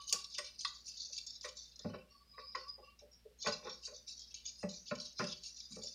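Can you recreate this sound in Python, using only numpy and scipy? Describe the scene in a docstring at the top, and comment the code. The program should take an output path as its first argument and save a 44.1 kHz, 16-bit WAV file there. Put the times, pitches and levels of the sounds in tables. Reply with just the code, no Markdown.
"""Whisking in a ceramic bowl

A steel wire whisk beats eggs and cream in a ceramic bowl on a kitchen counter, close to a small microphone.
Random grazes and contacts excite damped wire modes; noise bursts add cracks. Knocks excite the bowl's modes,
which ring and thump on the counter; slow drags sing as pairs of beating sines. A noise suppressor subtracts
a threshold from each band of whisk, bowl and room echo; steady hiss and mains hum lie under the result."""
import sys
import numpy as np
from scipy import signal
from scipy.fft import rfft, irfft, next_fast_len
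from scipy.io import wavfile
from scipy.ndimage import uniform_filter1d, map_coordinates

SR = 44100
rng = np.random.default_rng(int(sys.argv[2]) if len(sys.argv) > 2 else 0)


def linear_from_db(decibels):
    """Turn decibels (scalar or array-like) into linear amplitude factors; 0 gives 1."""
    return 10 ** (np.asarray(decibels, float) / 20)


def unload_wav(signal):
    """Save mono or channel-first audio to the path in sys.argv[1] as 16-bit WAV at rate SR, clipped to [-1, 1]."""
    wavfile.write(
        sys.argv[1],
        SR,
        np.round(np.clip(np.atleast_2d(signal).T, -1, 1) * 32767).astype(np.int16),
    )


N = 261954


def unit(x):
    """Scaled to rms 1."""
    return x / np.sqrt(np.mean(x ** 2) + 1e-20)


def along(points, hz):
    """(Hz, value) points interpolated on a log frequency axis."""
    point_hz, value = np.transpose(points)
    return np.interp(np.log(hz + 1), np.log(point_hz + 1), value)


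def wobble(knots_per_s):
    """A smooth random curve through normally distributed knots."""
    knots = rng.standard_normal(int(N * knots_per_s / SR) + 4)
    return map_coordinates(knots, [np.arange(N) * knots_per_s / SR])


def at(seconds, sizes):
    """Impulses of the given sizes."""
    sample = np.clip(np.round(seconds * SR).astype(int), 0, N - 1)
    return np.bincount(sample, sizes, N)


def ring(force, hz, t60_s, contact_cycles=25):
    """One damped mode; a soft contact lets it swell over a few cycles. A unit impulse gives about a unit sine."""
    w = 2 * np.pi * hz / SR
    decay = 10 ** (-3 / (t60_s * SR))
    soft = 10 ** (-3 * hz / (contact_cycles * SR))
    mode = [0, np.sin(w), 0, 1, -2 * decay * np.cos(w), decay * decay]
    contact = [0, 2 * (1 - soft) * np.sin(w), 0, 1, -2 * soft * np.cos(w), soft * soft]
    return signal.sosfilt([mode, contact], force)


def swells(t, start_s, rise_s, hold_s, db, fall_db_per_s):
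    """One gain row per event: it rises, holds and falls away straight in dB."""
    rise_s = np.asarray(rise_s)[..., None]
    since_s = t - np.asarray(start_s)[:, None] - rise_s
    rise_db = 21 * since_s / np.clip(rise_s, .002, 1)  # starts 21 dB under its top
    fall_db = -fall_db_per_s * (since_s - np.abs(hold_s)[:, None])
    shape_db = np.clip(np.minimum(rise_db, fall_db), -150, 0)
    return linear_from_db(np.asarray(db)[:, None] + shape_db)


def strokes():
    """Scrape level, tilt and bite at each sample; where strokes overlap the louder one sets the colour."""
    # Each row: start in seconds, length in seconds from start to fall, scrape level in relative dB,
    # tilt in dB per octave, bite (lowest and highest modes over the scrape) in relative dB.
    stroke_rows = [(-0.03, 0.087, -53, -4.5, 2), (.06, 0.11, -50, 12, 1), (0.126, 0.068, -50, 1.5, -1),
                   (0.287, .05, -49.5, -2, -6.5), (0.328, 0.022, -57, -3, 10), (0.356, .11, -50.5, 0, 4.5),
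                   (0.575, 0.041, -48.5, 7.5, 0.5), (0.652, .11, -51, -2, -11),
                   (0.839, 0.035, -46.5, 7, 1.5), (0.953, 0.1, -50, 3, -9),
                   (1.111, 0.049, -45.5, 3.5, -0.5), (1.251, 0.095, -51.5, -1, -11),
                   (1.411, 0.062, -46, 3.5, 1.5), (1.552, 0.083, -48.5, -3.5, -21),
                   (1.7, 0.031, -55, -24, -20), (1.794, 0.041, -56, -6, -3), (1.823, 0.043, -61, -15, 9),
                   (1.925, 0.032, -63, -21, 8), (2.05, 0.15, -70.5, -2, 11.5),
                   (2.258, 0.11, -70.5, -13, 3.5), (2.373, 0.13, -61, -12, -1.5),
                   (2.557, 0.072, -59.5, -1, 4), (2.812, 0.069, -65.5, -15.5, 0),
                   (2.982, .02, -66.5, 1.5, 3.5), (3.112, 0.047, -64.5, 10, -16),
                   (3.382, 0.08, -44, -1, -6.5), (3.436, 0.044, -39.5, -7.5, 1),
                   (3.5, 0.027, -57.5, -1, -3), (3.627, 0.12, -52, -8.5, -8), (3.812, 0.047, -47, 6, 2.5),
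                   (3.924, 0.026, -50.5, 3, -15), (4.061, 0.053, -45.5, 1.5, -3),
                   (4.178, 0.058, -51, -2, -17), (4.289, 0.096, -53.5, -6.5, -0.5),
                   (4.437, 0.054, -49, 0.5, -5), (4.569, 0.042, -54.5, 13, 4.5), (4.683, 0.045, -48, 3, -6),
                   (4.843, 0.022, -44.5, -3, 2), (4.969, 0.078, -48, 0.5, -2),
                   (5.167, 0.027, -38.5, 1, -0.5), (5.251, 0.058, -43.5, -3, -2),
                   (5.415, 0.062, -44, 4.5, -3), (5.55, 0.073, -49.5, 2, -4.5), (5.696, 0.052, -46, 8, 2),
                   (5.803, 0.087, -44, 4.5, -5.5)]
    rise_s, fall_db_per_s = 0.019, 181.5
    t = np.arange(0, N + 64, 32) / SR
    start_s, length_s, db, tilt, bite_db = np.transpose(stroke_rows)
    power = swells(t, start_s, rise_s, length_s - rise_s, db, fall_db_per_s) ** 2
    total = power.sum(axis=0)
    curves = 10 * np.log10(total), tilt @ power / total, bite_db @ power / total
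    return [np.interp(np.arange(N) / SR, t, curve) for curve in curves]


def crack(seconds, db, t60_s, band_hz):
    """Dry bursts of band-limited noise, one for each contact, each dying exponentially."""
    decay = linear_from_db(-60 * np.arange(SR // 8) / SR / t60_s)
    bursts = signal.fftconvolve(at(seconds, linear_from_db(db)), decay)[:N] * rng.standard_normal(N)
    return signal.sosfilt(signal.butter(4, band_hz, "bandpass", fs=SR, output="sos"), bursts)


def wires(grazes_per_s=280, spread_db=7, tick_spread_db=5, chatter_db=3, lumps_db=2.0, detune=0.0088):
    """Each mode sounds in two slightly unequal wires, with its own random grazes and each tick at a new strength."""
    # Wire contacts. Each row: start in seconds, peak in relative dB, tilt in dB per octave.
    contacts = [(0.092, -31.5, -13), (0.1259, -16, 19), (0.242, -32.5, 1), (0.313, -45, 3.5),
                (0.3458, -27, 3), (0.382, -22.5, 2.5), (0.607, -30, 1), (0.6482, -24, -18),
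                (0.9732, -44, 14), (1.1243, -48, 0), (1.1788, -25.5, -6), (1.265, -37, 30),
                (1.41, -34.5, 10), (1.4487, -31.5, 2), (1.488, -32, -3), (1.5691, -32, 8),
                (1.758, -39.5, 7), (1.7918, -34.5, 2), (2.5498, -30.5, -7), (2.6818, -45, 10),
                (2.9895, -42, -3), (3.4241, -31.5, 12), (3.4704, -22, -2), (3.8336, -41, 16),
                (3.962, -36.5, 8), (4.0782, -45, 14), (4.193, -35, 23), (4.3418, -34.5, 5),
                (4.4734, -38, -2), (4.69, -32.5, 6), (4.9516, -34, 9), (4.999, -32, -6), (5.063, -48, -6),
                (5.185, -41, 11), (5.24, -28.5, -2), (5.2657, -41, 2), (5.435, -33.5, 7), (5.602, -35, 0),
                (5.834, -32, 17)]
    # Wire modes. Each row: frequency before detuning in Hz, nominal width in Hz, level within its group in dB.
    wire_modes = [(2353, 80, 2), (2713, 56, 4), (3018, 67, 4.5), (3314, 70, -12.5), (3591, 70, -5.5),
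                  (3888, 110, -3), (4140, 60, -4.5), (4217, 70, -8), (4544, 190, 3), (4640, 82, -7),
                  (4940, 92, 1), (5130, 140, 1), (5477, 84, 1), (5530, 80, -8), (5900, 140, -0.5),
                  (6120, 140, -10.5), (6510, 110, -2), (6907, 60, -10), (7190, 51, -16), (7560, 69, -23.5),
                  (8060, 21, -5), (8500, 50, -1), (9017, 110, 7.5), (10200, 63, -10.5), (10900, 110, -11.5),
                  (14590, 80, -7)]
    # Borders of the low, middle and high mode groups, in Hz.
    group_edges_hz = [3100, 7800]
    low_db, high_db = -14, -22.5  # at zero bite and tilt
    lean_share = 0.52  # share of the tilt that low and high modes follow

    level_db, tilt, bite_db = strokes()
    tick_s, tick_db, tick_tilt = np.transpose(contacts)
    sample = (tick_s * SR).astype(int)
    # the wires bounce together over the glaze
    stroke = linear_from_db(level_db + chatter_db * wobble(70) + lumps_db * wobble(23.988))
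    low = linear_from_db(low_db + bite_db - lean_share * tilt)
    high = linear_from_db(high_db + bite_db + lean_share * tilt)
    groups = low, np.ones(N), high

    # several wires land one after another, each softer
    landing = np.arange(4)
    landing_s = (tick_s[:, None] + .006 * landing / 3).ravel()
    landing_gain = linear_from_db(-1.5 * landing) / 2

    out = np.zeros(N)
    for hz, width_hz, db in wire_modes:
        group = np.searchsorted(group_edges_hz, hz)
        gain = groups[group]
        octaves = np.log2(hz / 5000) * (group == 1)
        t60_s = np.log(1000) / np.pi / (0.85 * width_hz)
        for side in (-1, 1):
            moments = np.flatnonzero(rng.random(N) < grazes_per_s / SR)
            knots = rng.standard_normal(size=128)
            patches = np.interp(moments * 11 / SR, np.arange(len(knots)), knots)  # each mode comes and goes
            grazes = unit(rng.standard_normal(len(moments)) * linear_from_db(spread_db * patches))
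            grazes *= np.sqrt(width_hz / grazes_per_s)
            grazes *= stroke[moments] * gain[moments] * linear_from_db(db - 4.5 + tilt[moments] * octaves)

            strength_db = tick_spread_db * rng.standard_normal(len(contacts))
            ticks = gain[sample] * linear_from_db(tick_db + db - 17 + tick_tilt * octaves + strength_db)
            landings = ticks[:, None] * rng.standard_normal((len(contacts), 4)) * landing_gain
            force = at(moments / SR, grazes) + at(landing_s, landings.ravel())
            out += ring(force, hz * (1 + side * detune), t60_s)

    hard_db = 3.24 * (tick_db + 21.5) - 33.0  # harder blows crack far more than they ring
    treble_db = tick_db - 37 + .6 * tick_tilt + .6 * bite_db[sample]
    out += crack(tick_s, hard_db, 0.011, [2600, 8000])
    return out + crack(tick_s, treble_db, 0.055, [8000, 15000])


def bowl(landings_per_s=1800, spread_db=3.5, rise_cycles=1.33):
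    """A blow is many wires landing in a quick dying rattle; low modes build up later, each at a new strength."""
    # Blows. Each row: start in seconds, peak in relative dB, thump over the peak in dB, hardness in dB,
    # rattle t60 in seconds.
    knocks = [(0.125, -36, -17.5, -0.5, 0.13), (0.38, -33, -33, 2.5, 0.088), (0.647, -45, -34, 26.5, 0.044),
              (1.09, -57, -2, -5, 0.058), (1.441, -33, -41, 4.5, 0.14), (1.789, -54, -8.5, -1.5, 0.21),
              (1.843, -36.5, 2, -6, 0.11), (1.886, -52.5, 6, 0, 0.17), (1.933, -38, -6.5, -0.5, 0.12),
              (2.376, -34, -45, 6.5, 0.074), (2.547, -32, -38.5, 7.5, 0.13),
              (2.776, -50.5, -24.5, -6.5, 0.16), (3.005, -62.5, -6.5, -11.5, 0.29),
              (3.246, -57, -26, -6, 0.17), (3.44, -42, -32, -4, 0.18), (3.46, -26, -14, 2.5, 0.14),
              (3.624, -46.5, -24, -2.5, 0.22), (3.652, -44.5, -17, -3, 0.2), (3.667, -45, -27, 12, 0.11),
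              (3.871, -49.5, -15, 1, 0.18), (3.918, -55, -39, -9, 0.13), (4.628, -32.5, -7, -2, 0.099),
              (4.909, -28.5, -6, 1, 0.091), (5.192, -25.5, -9, 2, 0.16), (5.702, -65.5, 14.5, 5.5, 0.26),
              (5.76, -47.5, -5.5, -6, 0.19), (5.831, -63, -2, -8, 0.22)]
    # Modes of the bowl on the counter. Each row: frequency in Hz, t60 in seconds, relative level in its part in dB.
    bowl_modes = [(110, 0.056, -8), (136.8, 0.079, -8.5), (187.6, 0.06, 3), (231.3, 0.046, 1),
                  (259, 0.035, -7), (377.3, 0.088, -5.5), (442.2, 0.065, -1), (517, 0.082, 0.5),
                  (595.4, 0.098, -0.5), (676, 0.038, -8), (770, 0.067, -15.5), (830, 0.047, -6.5),
                  (1050, 0.043, -4.5), (1082, 0.057, -2.5), (1142.4, 0.044, -1.5), (1205, 0.03, -6.5),
                  (1320, .04, -6.5), (1435, 0.062, -7), (1503, 0.075, -8.5), (1782, 0.017, -5),
                  (1957.6, 0.019, -1.5), (2240, 0.018, -8), (2380, 0.02, -4.5), (2610, 0.019, -6)]
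    # Borders of the parts thump, body, ring and clack, in Hz.
    part_edges_hz = [320, 900, 1260]

    t, out = np.arange(SR // 3) / SR, np.zeros(N)
    rattles = [linear_from_db(-60 * t / np.clip(row[-1], .01, .5)) for row in knocks]
    for hz, t60_s, db in bowl_modes:
        force = np.zeros(N + len(t))
        part = np.searchsorted(part_edges_hz, hz)
        building = 1 - np.exp(-t * hz / rise_cycles)
        for (start_s, peak_db, thump_db, hard_db, _), rattle in zip(knocks, rattles):
            # hardness moves level from body to ring and clack
            parts_db = thump_db, -10.5 - hard_db, -14 + 0.98 * hard_db, -11.5 + 0.87 * hard_db
            # without a thump the bowl rings free: main modes stand out
            clear = np.clip(-(thump_db + 14) / 16, 0, 1.5)
            blow_db = peak_db + parts_db[part] + db + clear * (db + 0.5)
            blow_db += spread_db * rng.standard_normal()
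            force[round(start_s * SR):][:len(t)] += linear_from_db(blow_db) * rattle * building
        landings = (rng.random(N) < landings_per_s / SR) * rng.standard_normal(N)
        out += ring(force[:N] * landings, hz, t60_s, contact_cycles=10.2)
    return linear_from_db(-7.5) * out


def singing():
    """A slow drag makes a few modes sing: rough, beating tones that swell and fade."""
    # Singing modes, each a close pair that beats. Each row: centre in Hz, gap in Hz, phase waver in radians.
    tones = [(1138, 3, 0.51), (2777, 38, 2.1), (4490, 91, 1.2), (4980, 90, 2.7), (5540, 90, 2.4)]
    # One list for each tone. Each row: start in seconds, rise in seconds, hold in seconds, level in relative dB.
    tone_swells = [
        [(-0.01, .005, 0.018, -59.5), (.115, .02, 0.037, -46.5), (.19, 0.0064, 0.028, -66),
         (2.1, .03, 0.053, -62.5), (2.32, .07, 0.037, -57), (2.61, .03, 0.056, -64), (2.815, 0.019, 0.027, -54)],
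        [(.09, .04, 0.034, -62), (2.07, .02, 0.032, -71.5), (2.82, .025, 0.02, -66.5)],
        [(.09, .04, 0.2, -64.5), (2.09, .03, 0.094, -72), (2.36, .04, 0.045, -66.5), (2.55, .02, 0.059, -65.5)],
        [(.1, .03, 0.016, -47.5), (2.09, .03, 0.009, -74), (2.2, .25, 0.073, -56), (2.55, .02, 0.022, -58),
         (2.672, .01, 0.035, -50.5), (2.8, .04, 0.011, -64)],
        [(2.07, 0.011, 0.054, -71), (2.88, .02, 0.035, -76.5), (3.11, 0.0084, 0.032, -66)],
    ]
    t, out = np.arange(N) / SR, np.zeros(N)
    coarse_t = t[::32]
    for (hz, gap_hz, waver_rad), rows in zip(tones, tone_swells):
        envelope = swells(coarse_t, *np.transpose(rows), fall_db_per_s=300).max(axis=0)
        size = np.interp(t, coarse_t, envelope) * linear_from_db(3.6 * wobble(60))
        for side in (-1, 1):
            phase = 2 * np.pi * (hz + side * gap_hz / 2) * t + waver_rad * wobble(70)
            out += size * np.sin(phase)
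    return out


def kitchen(x):
    """Room echo from shaped noise: each frequency of the answer dies at its own speed."""
    # Each row: frequency in Hz, t60 in seconds.
    room_t60 = [(200, 0.4), (2000, 0.28), (10000, 0.22)]
    hz, t, z = signal.stft(rng.standard_normal(SR // 2), SR, nperseg=256)
    decay = linear_from_db(-60 * t / along(room_t60, hz)[:, None])
    tail = signal.istft(z * decay, SR, nperseg=256)[1]
    delayed = np.pad(x, (200, 0))  # samples
    return signal.fftconvolve(delayed, tail / np.linalg.norm(tail))[:N]


def suppress(x, attack=0.74, release=0.92, strength=1.08):
    """Band by band, power near the threshold is subtracted; gain opens fast and closes over a few frames."""
    # Each row: frequency in Hz, threshold of the band amplitude in dB.
    gate = [(100, -85), (500, -77), (2000, -94.5), (3000, -84), (5000, -85), (8000, -90.5), (15000, -99.5)]
    hz, _, z = signal.stft(x, SR, nperseg=512, noverlap=384)
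    power = uniform_filter1d(np.abs(z) ** 2, size=3, axis=0)
    poles = np.clip([attack, release], 0, .97)
    fast, slow = (signal.lfilter([1 - a], [1, -a], power, axis=1) for a in poles)
    held = np.maximum(fast, slow)
    threshold = linear_from_db(2 * along(gate, hz))[:, None]
    gain = np.clip(1 - threshold / (held + 1e-20), 0, 1) ** strength
    return signal.istft(z * gain, SR, nperseg=512, noverlap=384)[1][:N]


def background():
    """Steady hiss, noise shaped in frequency, and a slightly wavering mains hum of a few sines."""
    # Each row: frequency in Hz, relative density in dB.
    hiss_shape = [(15, -52.5), (25, -3.5), (64, -5), (102, -16.5), (236, -14), (309, -21), (503, -19.5),
                  (840, -26.5), (4030, -24.5), (5430, -25), (6210, -31), (16000, -34)]
    # Each row: frequency in Hz, rms level before waver in dB.
    hum_tones = [(59, -72.5), (119, -85), (180, -89.5), (236, -87)]
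    m = next_fast_len(N + 8192)
    spectrum = rfft(rng.standard_normal(m)) * linear_from_db(along(hiss_shape, np.fft.rfftfreq(m, 1 / SR)))
    hiss = irfft(spectrum, m)[:N]
    t, hum = np.arange(N) / SR, np.zeros(N)
    for hz, db in hum_tones:
        level = np.sqrt(2) * linear_from_db(db + 1.12 * wobble(2.7))
        hum += level * np.sin(2 * np.pi * hz * t + 0.2 * wobble(1.4))
    return linear_from_db(-73) * unit(hiss) + hum


def scene():
    """Whisk and bowl in the room pass the suppressor; the steady background stays under them."""
    dry = wires() + bowl() + singing()
    in_room = dry + linear_from_db(-8.0) * kitchen(dry)
    return (suppress(in_room) + background())[None]


def low_pass(x):
    """Removes everything above the highest recorded frequency."""
    return signal.sosfilt(signal.butter(12, 15750, fs=SR, output="sos"), x)


def record(dry):
    """The microphone drops the deepest bass and the top treble."""
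    band = signal.butter(4, [46, 16200], "bandpass", fs=SR, output="sos")
    clear = signal.sosfilt(band, dry)
    return low_pass(clear)


dry = scene()
out = record(dry)
unload_wav(out)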